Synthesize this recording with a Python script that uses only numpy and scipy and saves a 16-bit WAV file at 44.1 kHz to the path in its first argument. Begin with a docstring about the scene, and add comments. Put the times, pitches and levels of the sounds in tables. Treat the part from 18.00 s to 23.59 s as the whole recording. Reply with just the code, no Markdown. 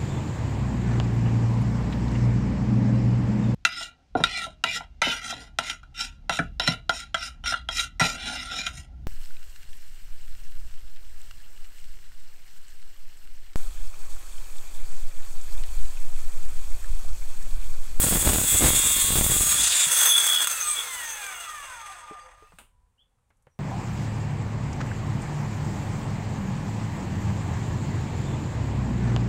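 """Outdoors at a workbench, a handheld circular saw finishes a cut through a wooden bar and coasts to rest.
Saw: noise that partly repeats every turn, shaped by resonances, with tones locked to the blade speed.
Draught: pressure steps that flip up and down and leak away, until the blade has left the cut.
Knocks, thuds and the guard's snap: short pushes and noise bursts, some ringing through decaying modes.
Far birds are gliding sines with an echo tail; the quiet air is coloured noise over a low rumble."""
import sys
import numpy as np
from scipy import signal
from scipy.fft import rfft, irfft, next_fast_len
from scipy.io import wavfile
from scipy.ndimage import uniform_filter1d, map_coordinates

SR = 44100
rng = np.random.default_rng(int(sys.argv[2]) if len(sys.argv) > 2 else 0)


def inscribe(sig):
    """Save sig as 16-bit PCM at rate SR to the path in sys.argv[1].

    A 1-D sig is mono; a 2-D sig holds one channel per row.
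    Samples are clipped to [-1, 1] before scaling.
    """
    pcm = np.round(np.clip(np.atleast_2d(sig).T, -1, 1) * 32767)
    wavfile.write(sys.argv[1], SR, pcm.astype(np.int16))


def rack_gain(trim_db):
    """Turn a fader trim in dB into the linear factor to multiply a signal by."""
    fader = np.asarray(trim_db, float)
    return 10 ** (fader / 20)


N = 246519
T = np.arange(N) / SR  # time of every sample, s

# spectrum of the outdoor air: pitch_hz, level_db (per Hz)
AIR_SPECTRUM = [(12, -27.5), (20, 12), (95, 1.5), (343, -29), (507, -20), (669, -32), (728, -22),
                (962, -23), (1630, -30), (5120, -40), (8690, -33.5), (15600, -49.5)]
AIR_DB = -78.5  # rms level of the quiet hiss
# far rumble over time: start_s, level_db
RUMBLE_LEVEL = [(2.0, -60.5), (4.75, -62), (4.99, -72), (5.52, -66.5), (5.59, -77.5)]
# bird whistles: start_s, length_s, first_pitch_hz, last_pitch_hz, relative level_db, pitch roughness (share of pitch)
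BIRD_CALLS = [(4.198, 0.033, 4700, 4740, -63, .004), (4.975, 0.067, 2740, 3406, -66.5, 0.01),
              (4.98, .06, 2580, 2920, -79, .1), (5.493, 0.066, 5940, 5760, -83.5, .02)]
# low thuds through the bench: start_s, peak level_db, pitch_hz
BENCH_THUDS = [(1.867, -36, 156), (4.535, -51, 171), (4.612, -57, 250), (5.469, -54, 130.4)]
# spectrum of the guard snapping shut: pitch_hz, level_db (per Hz)
SNAP_SPECTRUM = [(180, -7), (300, -4), (1000, -3), (1570, -1), (1700, -9), (2890, -1), (5510, -22),
                 (8750, -3), (11000, -13), (15600, -19)]
# the guard shutting: start_s, level_db of the scatter, time_to_fall_60_db_s
SNAP_EVENT = [(4.586, -49, 0.26)]
# the bar landing on the bench: start_s, peak level_db of the tone, pitch_hz, scuff level_db against the tone
BAR_KNOCKS = [(4.11, -33, 434, -24), (4.422, -44.5, 440, -10), (4.521, -44, 1150, -10),
              (5.186, -67, 1119, -11), (5.304, -56, 1542, -1), (5.469, -47.5, 554, -5.5)]
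# ways the bar vibrates: multiple of the knock's pitch, level_db, time_to_fall_60_db_s (for a 430 Hz knock)
BAR_MODES = [(1, 14, 0.062), (1.32, 9, 0.022), (2.3, 0, .04), (3.4, -10, 0.029)]
# faint bright ticks of grit: start_s, relative level_db
GRIT_TICKS = [(5.2944, -71), (5.3694, -68), (5.424, -64)]

# gusts off the blade: middle_s, half_length_s, relative level_db
BLADE_GUSTS = [(0.107, 0.11, -28), (.285, .03, -26), (0.322, 0.15, -30), (0.442, 0.012, -36),
               (0.544, 0.026, -33.5), (0.661, 0.098, -28), (.645, .03, -28), (0.785, 0.033, -34.5),
               (0.885, 0.07, -37), (0.977, 0.015, -29.5), (1.04, 0.021, -32.5), (1.153, 0.091, -31.5),
               (1.309, 0.17, -33), (1.549, 0.11, -43.5)]
# the strongest eddies, as jumps of pressure: start_s, signed relative size
EDDY_POPS = [(0.0374, 0.1), (0.0423, -0.12), (0.0447, 0.09), (0.0673, 0.09), (0.07, -0.09), (0.0862, 0.11),
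             (0.1126, 0.1), (0.124, 0.1), (0.1294, 0.11), (0.1378, -0.09), (0.1566, 0.11), (0.159, -0.17),
             (0.1715, -0.12), (0.1745, 0.1), (0.2498, -0.1), (0.2571, -0.12), (0.269, 0.13), (0.2716, -0.1),
             (0.2746, -0.22), (0.278, -0.12), (0.297, 0.17), (0.3028, -0.15), (0.3196, 0.09),
             (0.3337, 0.18), (0.3469, -0.13), (0.3586, 0.09), (0.3603, -0.14), (0.3837, 0.14),
             (0.386, -0.14), (0.4154, -0.12), (0.5489, 0.1), (0.5538, -0.09), (0.5609, 0.1), (0.6087, -0.1),
             (0.6174, 0.1), (0.6195, -0.09), (0.6233, -0.12), (0.6276, 0.09), (0.6403, -0.09),
             (0.6427, 0.1), (0.6446, -0.12), (0.6489, 0.19), (0.6547, 0.09), (0.6596, -0.2), (0.6631, 0.12),
             (0.6643, -0.09), (0.6723, -0.09), (0.6837, -0.15), (0.6885, 0.13), (0.691, -0.09),
             (0.7046, 0.14), (0.7341, -0.12), (0.7485, 0.1), (1.1058, 0.1), (1.1567, -0.16),
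             (1.1717, -0.09), (1.1855, -0.13), (1.2111, 0.19), (1.2445, 0.1), (1.2646, -0.13),
             (1.2998, -0.1), (1.3198, 0.13), (1.3656, 0.11), (1.4092, 0.11)]
STREAM_DB, GUST_FLICKER_DB = -47, 0.5  # steady stream on the gusts' scale; spread of the random flicker

# blade speed: start_s, turns per s
BLADE_SPEED = [(0, 67.5), (.19, 68.3), (.6, 70.6), (1.02, 72.8), (1.3, 74.2), (1.58, 75), (2.0, 60.5),
               (2.23, 53), (2.72, 39.4), (3.06, 30.9), (3.41, 23), (3.7, 17.2), (3.91, 13.0), (4.25, 6.4),
               (4.62, .5)]
SWITCH_OFF_S, REST_S = 1.58, 4.57  # from REST_S the last saw sound dies away
FULL_SPEED, STALL_SPEED = 75, 5  # blade turns per s
ARMATURE = 30 / 7  # motor turns per blade turn
# share of blade rasp against motor noise: start_s, share 0-1
RASP_SHARE = [(0, 0.38), (.5, 0.66), (1.3, 0.75), (1.55, 0.45), (1.84, 0.8), (1.9, 0.32)]
# level of the saw's hiss, which leads its other noise bands and rings: start_s, level_db
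HISS_LEVEL = [(0, -24.5), (.18, -26), (.44, -26), (.64, -21.5), (.9, -23), (1.22, -25.5), (1.6, -21.5),
              (1.69, -25), (1.82, -24), (1.86, -26.5), (2.0, -24), (2.14, -28.5), (2.44, -32),
              (2.476, -38.5), (2.52, -34), (2.8, -38), (3.45, -46.5), (3.97, -55.5), (4.38, -72),
              (4.45, -71), (4.57, -69)]
# level of the top hiss against the hiss: start_s, level_db
TOP_HISS_LEVEL = [(0, -2), (.3, -2.5), (.8, -7), (1.3, -2.5), (1.55, -9), (1.72, -22), (1.84, -21),
                  (1.93, -11), (2.3, -4), (3.5, -8.5), (4.0, -17), (4.3, -16), (4.45, -6)]
# lower noise bands against the hiss, one row each: driven in wood level_db, coasting in wood level_db,
# free level_db, change_db per halving of speed, further change_db when nearly stopped
GROWL_LAW = (-15, -10, -8.5, 5.5, -21)
RASP_LAW = (-10.5, -2.5, -8.5, 2.5, -5)
# spectrum of the blade in wood: pitch_hz, level_db (per Hz)
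KERF_SPECTRUM = [(350, -49.5), (600, -11), (1090, -3), (1760, -4), (2100, -2), (3040, -10), (3440, 0.5),
                 (4210, -12.5), (5390, -22), (6880, 0), (8110, -2), (10100, -5.5), (11400, -14),
                 (12400, -16), (15600, -10.5)]
# resonances of the blade in wood: pitch_hz, width_hz, boost_db
KERF_RESONANCES = [(3770, 440, 4), (7570, 74, 6), (7800, 100, 7.5), (8910, 96, 7.5), (9080, 150, 3),
                   (11350, 110, 7), (14500, 80, 3), (15200, 120, 9)]
# spectrum of motor and gears: pitch_hz, level_db (per Hz)
BODY_SPECTRUM = [(88, -50), (150, -21), (274, -12), (753, -4), (1840, 4.5), (2110, -6), (3110, -12),
                 (3360, -9.5), (4080, -10), (5570, -13.5), (6260, -17), (7050, -11.5), (7700, -0.5),
                 (8380, 7), (9410, -11), (11300, -12), (12100, -19.5), (13200, -19), (14300, -14.5),
                 (15600, -17.5)]
# resonances of motor and gears: pitch_hz, width_hz, boost_db before its random waver
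BODY_RESONANCES = [(518.5, 160, 4), (1024, 20, 5.5), (1396, 138, 7), (1870, 90, 1), (2426, 16, 13),
                   (2800, 35, 9), (8500, 390, 0), (9400, 250, 3.5), (11000, 170, 8)]
# the blade jolts in its play and the noise bursts out: start_s, rise_db
BLADE_JOLTS = [(2.014, 6), (2.057, 4), (2.179, 4), (2.203, 4), (2.242, 5), (2.266, 6), (2.288, 5),
               (2.33, 6), (2.345, 5), (2.404, 5), (2.421, 4), (2.444, 7), (2.472, 13.5), (2.497, 5),
               (2.512, 3), (3.09, 4), (3.216, 5), (3.24, 4), (3.265, 4), (3.325, 3), (3.4, 4)]
JOLT_S = .008  # time constant of a jolt's decay, s
# groups of ringing modes, each a list of: pitch_hz, width_hz, level_db within the group
RING_GROUPS = [
    [(515, 50, 0)],
    [(1211, 9, 0)],
    [(2620, 30, 0)],
    [(2790, 40, 0), (2850, 40, -4)],
    [(3322, 16, -2), (3366, 18, 0), (3404, 18, -2), (3433, 18, -2), (3510, 16, -9)],
    [(4560, 25, 0), (4700, 25, 0)],
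    [(5000, 40, 0), (5080, 30, -2)],
    [(6100, 90, -6), (6210, 70, -2), (6290, 60, 0), (6380, 70, -1), (6520, 90, -3)],
    [(10200, 90, 0)],
    [(13900, 380, 0)],
    [(7150, 90, 0), (7300, 60, -1)],
    [(8100, 80, -2), (8220, 60, 0), (8420, 80, -2)],
    [(6670, 40, 0)],
    [(8830, 70, 0)],
    [(14500, 300, -2), (15350, 500, 0)],
]
# steady ring of each group against the hiss: in wood level_db, free level_db, change_db per halving of speed
RING_LEVELS = [(-43.5, -41.5, 10), (-31, -28.5, 9.5), (-34.5, -24, -0.5), (-35, -26, 5), (-15, -8.5, 0.5),
               (-39.5, -34.5, -0.5), (-39.5, -36, 0.5), (-39, -7.5, 2), (-26, -9, -6), (-20, -10.5, -4),
               (-20, -30, 0.5), (-25, -7.5, -3), (-26, -34.5, 0.5), (-21.5, -20.5, -1), (-25, -11, -7.5)]
RING_WAVER_DB = 1.5  # spread of each group's random waver
# a ring group swells, mostly where a gear tone sweeps through it: middle_s, half_length_s, pitch_hz, level_db
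RING_FLARES = [(1.7, 0.057, 4560, -39.5), (2.03, .05, 4560, -45), (1.62, .06, 5000, -40.5),
               (1.7, 0.043, 5000, -41), (4.271, .03, 515, -62), (4.39, .02, 515, -67),
               (.55, 0.078, 3366, -39), (3.4, 0.065, 2790, -58), (3.406, 0.094, 2790, -49.5),
               (3.65, .05, 2790, -53), (1.39, 0.088, 1211, -44.5), (1.5, 0.067, 1211, -43.5),
               (2.315, 0.0433, 1211, -48), (2.689, 0.045, 1211, -35), (3.536, 0.082, 1211, -41.5),
               (3.3, 0.032, 1211, -42), (3.888, 0.093, 1211, -45), (4.114, 0.13, 1211, -50),
               (4.273, 0.084, 1211, -64), (4.439, 0.056, 1211, -62), (4.454, 0.024, 2620, -72),
               (4.5, 0.023, 2620, -71), (0.947, 0.07, 3366, -38), (1.13, 0.2, 3366, -42.5),
               (1.35, .04, 3366, -39), (1.613, 0.07, 3366, -31), (2.1, 0.17, 3366, -37),
               (2.152, 0.074, 3366, -22), (2.362, 0.096, 3366, -23.5), (2.795, 0.033, 3366, -32),
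               (1.96, 0.079, 6290, -38), (2.24, 0.065, 6290, -38), (2.1, 0.0392, 6290, -28),
               (2.521, 0.032, 6290, -39), (2.622, 0.023, 6290, -29), (3.108, 0.056, 6290, -41.5),
               (1.956, 0.047, 10200, -42), (2.111, 0.049, 10200, -27.5), (2.06, .04, 13900, -35.5),
               (2.1, .025, 13900, -33), (1.98, .015, 13900, -35), (1.65, 0.068, 6500, -30.5),
               (1.81, 0.061, 7200, -27), (1.2, 0.034, 8220, -32), (2.19, .04, 8220, -38.5),
               (2.1, 0.047, 8220, -33), (2.7, 0.051, 8220, -25.5), (1.5, 0.075, 6670, -32),
               (1.4, .1, 8830, -33.5), (1.75, .04, 8830, -33), (1.75, .12, 15000, -44)]
# tones of the teeth in wood, orders: cycles per blade turn
TOOTH_ORDER_LIST = [15, 28, 30, 38, 39, 46, 48, 50, 52, 55, 58, 62, 66, 68]
# when each of those orders sounds: start_s, end_s, level_db before its waver
TOOTH_TIMES = [(.65, 1.37, -44.5), (.75, 1.15, -44), (.42, 1.06, -40), (.8, 1.25, -42), (.42, 1.2, -45.5),
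               (.64, 1.0, -35), (.66, 1.08, -39), (.52, 1.2, -40), (.55, .98, -41.5), (1, 1.21, -36.5),
               (.92, 1.12, -41), (.85, 1.3, -47), (.68, 1.4, -50), (1.0, 1.6, -50)]
# gear mesh, armature and brush tones: cycles per blade turn, relative level_db,
# speed above which it sinks (turns per s), speed below which it sinks (turns per s)
GEAR_TONES = [(30, -2, 54, 20), (60, 3, 52, 15), (90, 1.5, 62, 2), (103, 2.5, 52, 34), (120, -7, 44, 6),
              (150, -10, 45, 20)]
# brush overtones: cycles per blade turn, relative level_db
BRUSH_TONES = [(309, -3), (412, 3), (515, 3), (618, 2), (721, -3)]
# what the housing radiates of a gear tone: pitch_hz, level_db
HOUSING_RESPONSE = [(560, -30), (700, -4), (1000, 0.5), (2600, 0.5), (3400, -5), (5200, -6), (8000, -13),
                    (11000, -18)]
# housing resonances that a gear tone sweeps through: pitch_hz, width_hz, boost_db
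HOUSING_RESONANCES = [(790, 200, 4), (1010, 60, 4.5), (1340, 60, 3.5), (1480, 120, 4), (1860, 110, 6),
                      (2310, 130, 3), (2950, 100, 4)]


def unit(x):
    """Scale to rms 1."""
    return x / np.sqrt(np.mean(x ** 2))


def noise():
    """White noise as long as the scene."""
    return rng.standard_normal(N)


def curve(table):
    """Join the points of a two-column table by straight lines, one value per sample."""
    s, value = np.transpose(table)
    return np.interp(T, s, value)


def colour(x, points, modes=()):
    """Filter that gives a broad spectrum with resonances and never sounds before its input."""
    size = next_fast_len(N + SR // 2)
    hz = np.maximum(np.fft.rfftfreq(size, 1 / SR), 1)
    point_hz, point_db = np.transpose(points)
    gain = rack_gain(np.interp(np.log(hz), np.log(point_hz), point_db))
    for f, width, db in modes:
        gain = gain * (1 + (rack_gain(db) - 1) / (1 + (2 * (hz - f) / width) ** 2))
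    # folding the cepstrum (spectrum of the log gain) forward in time gives the minimum phase
    cepstrum = irfft(np.log(gain), size)
    cepstrum[1:size // 2] *= 2
    cepstrum[size // 2 + 1:] = 0
    return irfft(rfft(x, size) * np.exp(rfft(cepstrum)), size)[:N]


def band(x, lo_hz, hi_hz):
    """Steep band-pass."""
    return signal.sosfilt(signal.butter(4, [lo_hz, hi_hz], "bandpass", fs=SR, output="sos"), x)


def mode(x, hz, t60):
    """One resonance that falls 60 dB in t60 seconds."""
    r = np.exp(-np.log(1000) / (t60 * SR))
    w = 2 * np.pi * hz / SR
    return signal.lfilter([0, np.sin(w)], [1, -2 * r * np.cos(w), r * r], x)


def leaking(x, seconds):
    """Jumps add up to steps that leak away with a time constant in seconds."""
    return signal.lfilter([1], [1, -np.exp(-1 / (seconds * SR))], x)


def walk(rate):
    """Random levels, a new one every 1 / rate s, joined by slides; rms 1."""
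    k = int(SR / rate)
    held = np.repeat(rng.standard_normal(N // k + 1), k)
    return unit(uniform_filter1d(held, k)[:N])


def swell(s, half):
    """A smooth rise and fall around a moment, silent beyond 1.494 half lengths."""
    return np.cos(np.pi / 2 * np.clip((T - s) / (1.494 * half), -1, 1)) ** 2


def repeating(turns, repeat):
    """Noise of which a share comes back every turn and slowly wears into a new pattern."""
    rows = rng.standard_normal((60, 720))  # each row is one turn; the pattern blends to the next in 12 turns
    place = [turns / 12, turns % 1 * rows.shape[1]]
    pattern = map_coordinates(rows, place, order=1, mode="grid-wrap")
    return np.sqrt(repeat) * unit(pattern) + np.sqrt(1 - repeat) * noise()


def tones(orders, turns, speed):
    """Sines locked to the rotation; play in the drive makes each waver in level and phase."""
    out = np.zeros(N)
    for k, db, *span in orders:
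        hidden_db = 0
        if span:  # sinks 1.5 dB for every turn per s outside its speed range
            outside = np.maximum(speed - span[0], 0) + np.maximum(span[1] - speed, 0)
            hidden_db = -1.5 * outside
        level = rack_gain(db + hidden_db + 1.2 * walk(11) + 2.8 * walk(40))
        sine = np.sin(2 * np.pi * k * turns + .9 * walk(60))
        out += level * sine * (k * speed < 16500)
    return out


def air():
    """Quiet outdoors: coloured noise over a wavering low rumble."""
    quiet = colour(noise(), AIR_SPECTRUM)
    rumble = rack_gain(curve(RUMBLE_LEVEL) + 0.56 * walk(15)) * unit(band(quiet, 8.1, 140))
    return rumble + rack_gain(AIR_DB) * unit(band(quiet, 190, 18000))


def birds():
    """Short far whistles: sines that glide in their first half, smeared by echoes."""
    out = np.zeros(N)
    for s, length, hz0, hz1, db, rough in BIRD_CALLS:
        u = np.clip((T - s) / length, 0, 1)
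        hz = hz0 + (hz1 - hz0) * np.minimum(2.0 * u, 1)
        phase = 2 * np.pi * np.cumsum(hz * (1 + rough * walk(300))) / SR
        out += rack_gain(db + 4) * np.sin(np.pi * u) * np.sin(phase)
    tail = np.arange(SR // 4) / SR
    echoes = .035 * rng.standard_normal(len(tail)) * np.exp(-tail / .03)
    return out + signal.fftconvolve(out, echoes)[:N]


def thuds():
    """Heavier contacts shake the bench: a very short push into one low mode."""
    out = np.zeros(N)
    for s, db, hz in BENCH_THUDS:
        push = np.exp(-((T - s) / 0.00047) ** 2)
        tone = mode(push, hz, 0.09)
        out += rack_gain(db) * tone / np.abs(tone).max()
    return out


def snap():
    """The sprung guard shuts: a bright tick and a short scatter off the yard."""
    (s, db, t60), = SNAP_EVENT
    t = np.maximum(T - s, 0)
    scatter = np.exp(-np.log(1000) * t / t60)
    tick = .9 * np.exp(-t / 0.004)
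    burst = rack_gain(db) * unit(colour(noise(), SNAP_SPECTRUM)) * (T > s) * (scatter + tick)
    # one mode of the guard is kept faintly ringing until it is damped
    ring = unit(mode(noise(), 985, .3)) * (T > s) * np.clip((4.93 - T) / .05, 0, 1)
    return burst + rack_gain(-77 - 6 * t) * ring


def knocks():
    """The bar rocks and lands on the bench: a rough push of a few ms into its modes and a dry scuff."""
    out = np.zeros(N)
    for s, db, hz, scuff_db in BAR_KNOCKS:
        t = np.maximum(T - s, 0)
        push = noise() * (t > 0) * np.exp(-t / 0.006)
        # higher knocks die away sooner
        tone = sum(rack_gain(g) * mode(push, hz * k, t60 * (430 / hz) ** 2.0) for k, g, t60 in BAR_MODES)
        scuff = band(noise(), 340, 2300) * (t > 0) * (np.exp(-t / 0.02) + np.exp(-t / 0.003))
        out += rack_gain(db) * (tone / np.abs(tone).max() + rack_gain(scuff_db) * scuff)
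    return out


def ticks():
    """Grit ticks faintly: bright noise that starts at once and dies away in some ms."""
    out = np.zeros(N)
    for s, db in GRIT_TICKS:
        out += rack_gain(db - 2.0) * band(noise(), 5800, 12000) * (T > s) * np.exp(-np.abs(T - s) / 0.0083)
    return out


def draught():
    """Eddies flip the pressure at the microphone in steps that leak away; strong gusts flip it faster."""
    stream = rack_gain(STREAM_DB) * np.clip((1.9 - T) / 0.28, .2, 1)  # weakens as the blade leaves the cut
    gusts = sum(rack_gain(g) * swell(s, half) for s, half, g in BLADE_GUSTS)
    db = 20 * np.log10(stream + gusts) + GUST_FLICKER_DB * walk(25)
    rate = 330 * rack_gain(db + 22.0) ** 0.54 + 40  # flips per s
    flips = np.cumsum(rng.random(N) < rate / SR)
    state = (-1) ** flips * rack_gain(2.1 * noise())[flips]
    kicks = np.diff(state, prepend=state[0])
    steps = unit(leaking(kicks, 0.013) + 0.24 * leaking(kicks, 0.0012))
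    small = unit(steps + 0.95 * unit(band(noise(), 4.3, 71)))
    jumps = np.zeros(N)
    for s, size in EDDY_POPS:
        jumps[int(s * SR)] = size
    pops = leaking(jumps, 0.013) + 0.55 * leaking(jumps, 0.0012)
    ending = np.clip((2.05 - T) / .1, 0, 1)
    pressure = rack_gain(db + 1.13) * ending * small + pops
    return colour(pressure, [(8, -14), (35, -2), (120, -2.0), (350, -1.5), (900, -1), (3000, 1.5)])


def motor_noise(rattle, speed):
    """Rattle of motor and gears through the housing, whose resonances come and go."""
    plain = colour(rattle, BODY_SPECTRUM)
    body = plain.copy()
    for resonance in BODY_RESONANCES:  # each is caught and lost as the load shifts
        body += rack_gain(3 * walk(6)) * (colour(rattle, BODY_SPECTRUM, [resonance]) - plain)
    # slower knocking sounds darker
    return body + 1.4 * np.clip(1 - speed / 35, 0, 1) ** 1.5 * band(body, 430, 1500)


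def rings(shake, judder, hiss, wood, halvings, stalling):
    """Narrow modes of blade and housing ring as the noise shakes them, and flare up at listed moments."""
    out = np.zeros(N)
    for (in_wood, free, per_halving), group in zip(RING_LEVELS, RING_GROUPS):
        lowest, highest = group[0][0], group[-1][0]
        law = wood * in_wood + (1 - wood) * (free + per_halving * halvings - 22 * stalling)
        gain = rack_gain(1.6 * judder + hiss + law + RING_WAVER_DB * walk(12))
        for s, half, hz, db in RING_FLARES:
            if lowest <= hz <= highest:
                gain += rack_gain(db) * swell(s, half)
        ring = sum(rack_gain(g + walk(6.8)) * unit(mode(shake, hz, 1.9 / width)) for hz, width, g in group)
        ring = unit(band(ring, .985 * lowest, 1.015 * highest))
        # even out the ring's own swelling in part
        evened = ring / (uniform_filter1d(ring ** 2, SR // 30) + .1) ** .3
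        out += gain * unit(evened)
    return out


def tooth_tones(turns):
    """Teeth biting the wood sing at whole multiples of the blade's rotation."""
    out = np.zeros(N)
    for order, (t0, t1, db) in zip(TOOTH_ORDER_LIST, TOOTH_TIMES):
        fade = np.clip(np.minimum(T - t0, t1 - T) / .08, 0, 1)
        out += rack_gain(db + 1.8 * walk(14)) * fade * np.sin(2 * np.pi * order * turns + .4 * walk(30))
    return out


def saw():
    """Rasp in the kerf gives way to motor noise; both shake blade and housing; tones follow the blade speed."""
    speed, rasp_share = curve(BLADE_SPEED), np.clip(curve(RASP_SHARE), 0, 1)
    motor_share = 1 - rasp_share
    hiss, top = curve(HISS_LEVEL), curve(TOP_HISS_LEVEL)
    turns = np.cumsum(speed) / SR
    # every tooth has its own set and edge; flaws of the armature pass the brushes once a motor turn
    rasp = repeating(turns, .6)
    rattle = repeating(ARMATURE * turns, .3)
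    kerf = colour(rasp, KERF_SPECTRUM, KERF_RESONANCES)
    body = motor_noise(rattle, speed)
    judder = 0.14 * walk(45) + 0.53 * walk(80) + 0.99 * walk(120)  # backlash makes the load uneven, dB
    judder += sum(db * (T > s) * np.exp(-np.abs(T - s) / JOLT_S) for s, db in BLADE_JOLTS)

    halvings = np.log2(FULL_SPEED / np.maximum(speed, STALL_SPEED))
    coasting = np.clip((T - SWITCH_OFF_S) / 0.13, 0, 1)
    stalling = np.clip(1 - speed / STALL_SPEED, 0, 1)
    wood = np.clip((1.9 - T) / 0.065, 0, 1)  # falls to 0 as the blade leaves the cut
    lower = []
    for driven, coasted, free, per_halving, stalled in (GROWL_LAW, RASP_LAW):
        in_wood = driven + coasting * (coasted - driven)
        in_air = free + per_halving * halvings + stalled * stalling
        lower.append(hiss + wood * in_wood + (1 - wood) * in_air)
    growl_db, rasp_db = lower
    top_db = hiss + top

    out = np.zeros(N)
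    bands = ((growl_db, 100, 3390), (rasp_db, 2600, 5700), (hiss, 5700, 11800), (top_db, 11800, 19000))
    for db, lo, hi in bands:
        blade_part = np.sqrt(rasp_share) * unit(band(kerf, lo, hi))
        motor_part = np.sqrt(motor_share) * unit(band(body, lo, hi))
        out += rack_gain(db + judder + 1.1 * walk(35)) * (blade_part + motor_part)
    shake = np.sqrt(rasp_share) * rasp + np.sqrt(motor_share) * rattle
    out += rings(shake, judder, hiss, wood, halvings, stalling)
    out += tooth_tones(turns)
    # a gear tone swells when it crosses a housing resonance,
    # and stands out more against the growl as the blade slows
    gears = colour(tones(GEAR_TONES, turns, speed), HOUSING_RESPONSE, HOUSING_RESONANCES)
    out += rack_gain(growl_db + 1.2 - speed / 16) * motor_share * gears
    brushes = band(tones(BRUSH_TONES, turns, speed), 11500, 17000)
    out += rack_gain(top_db - 6.5) * motor_share * brushes
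    return out * np.exp(-np.maximum(T - REST_S, 0) / 0.031)


def scene():
    """All sources at one microphone."""
    return (air() + birds() + thuds() + snap() + knocks() + ticks() + draught() + saw())[None]


def band_limit(x):
    """A steep low-pass at the top of the band."""
    return signal.sosfilt(signal.butter(12, 16890, fs=SR, output="sos"), x)


def record(dry):
    """The recorder cuts the treble steeply above 15760 Hz."""
    low_pass = signal.ellip(10, .2, 70, 15760, fs=SR, output="sos")
    cut = signal.sosfilt(low_pass, dry)
    return band_limit(cut)


dry = scene()
out = record(dry)
inscribe(out)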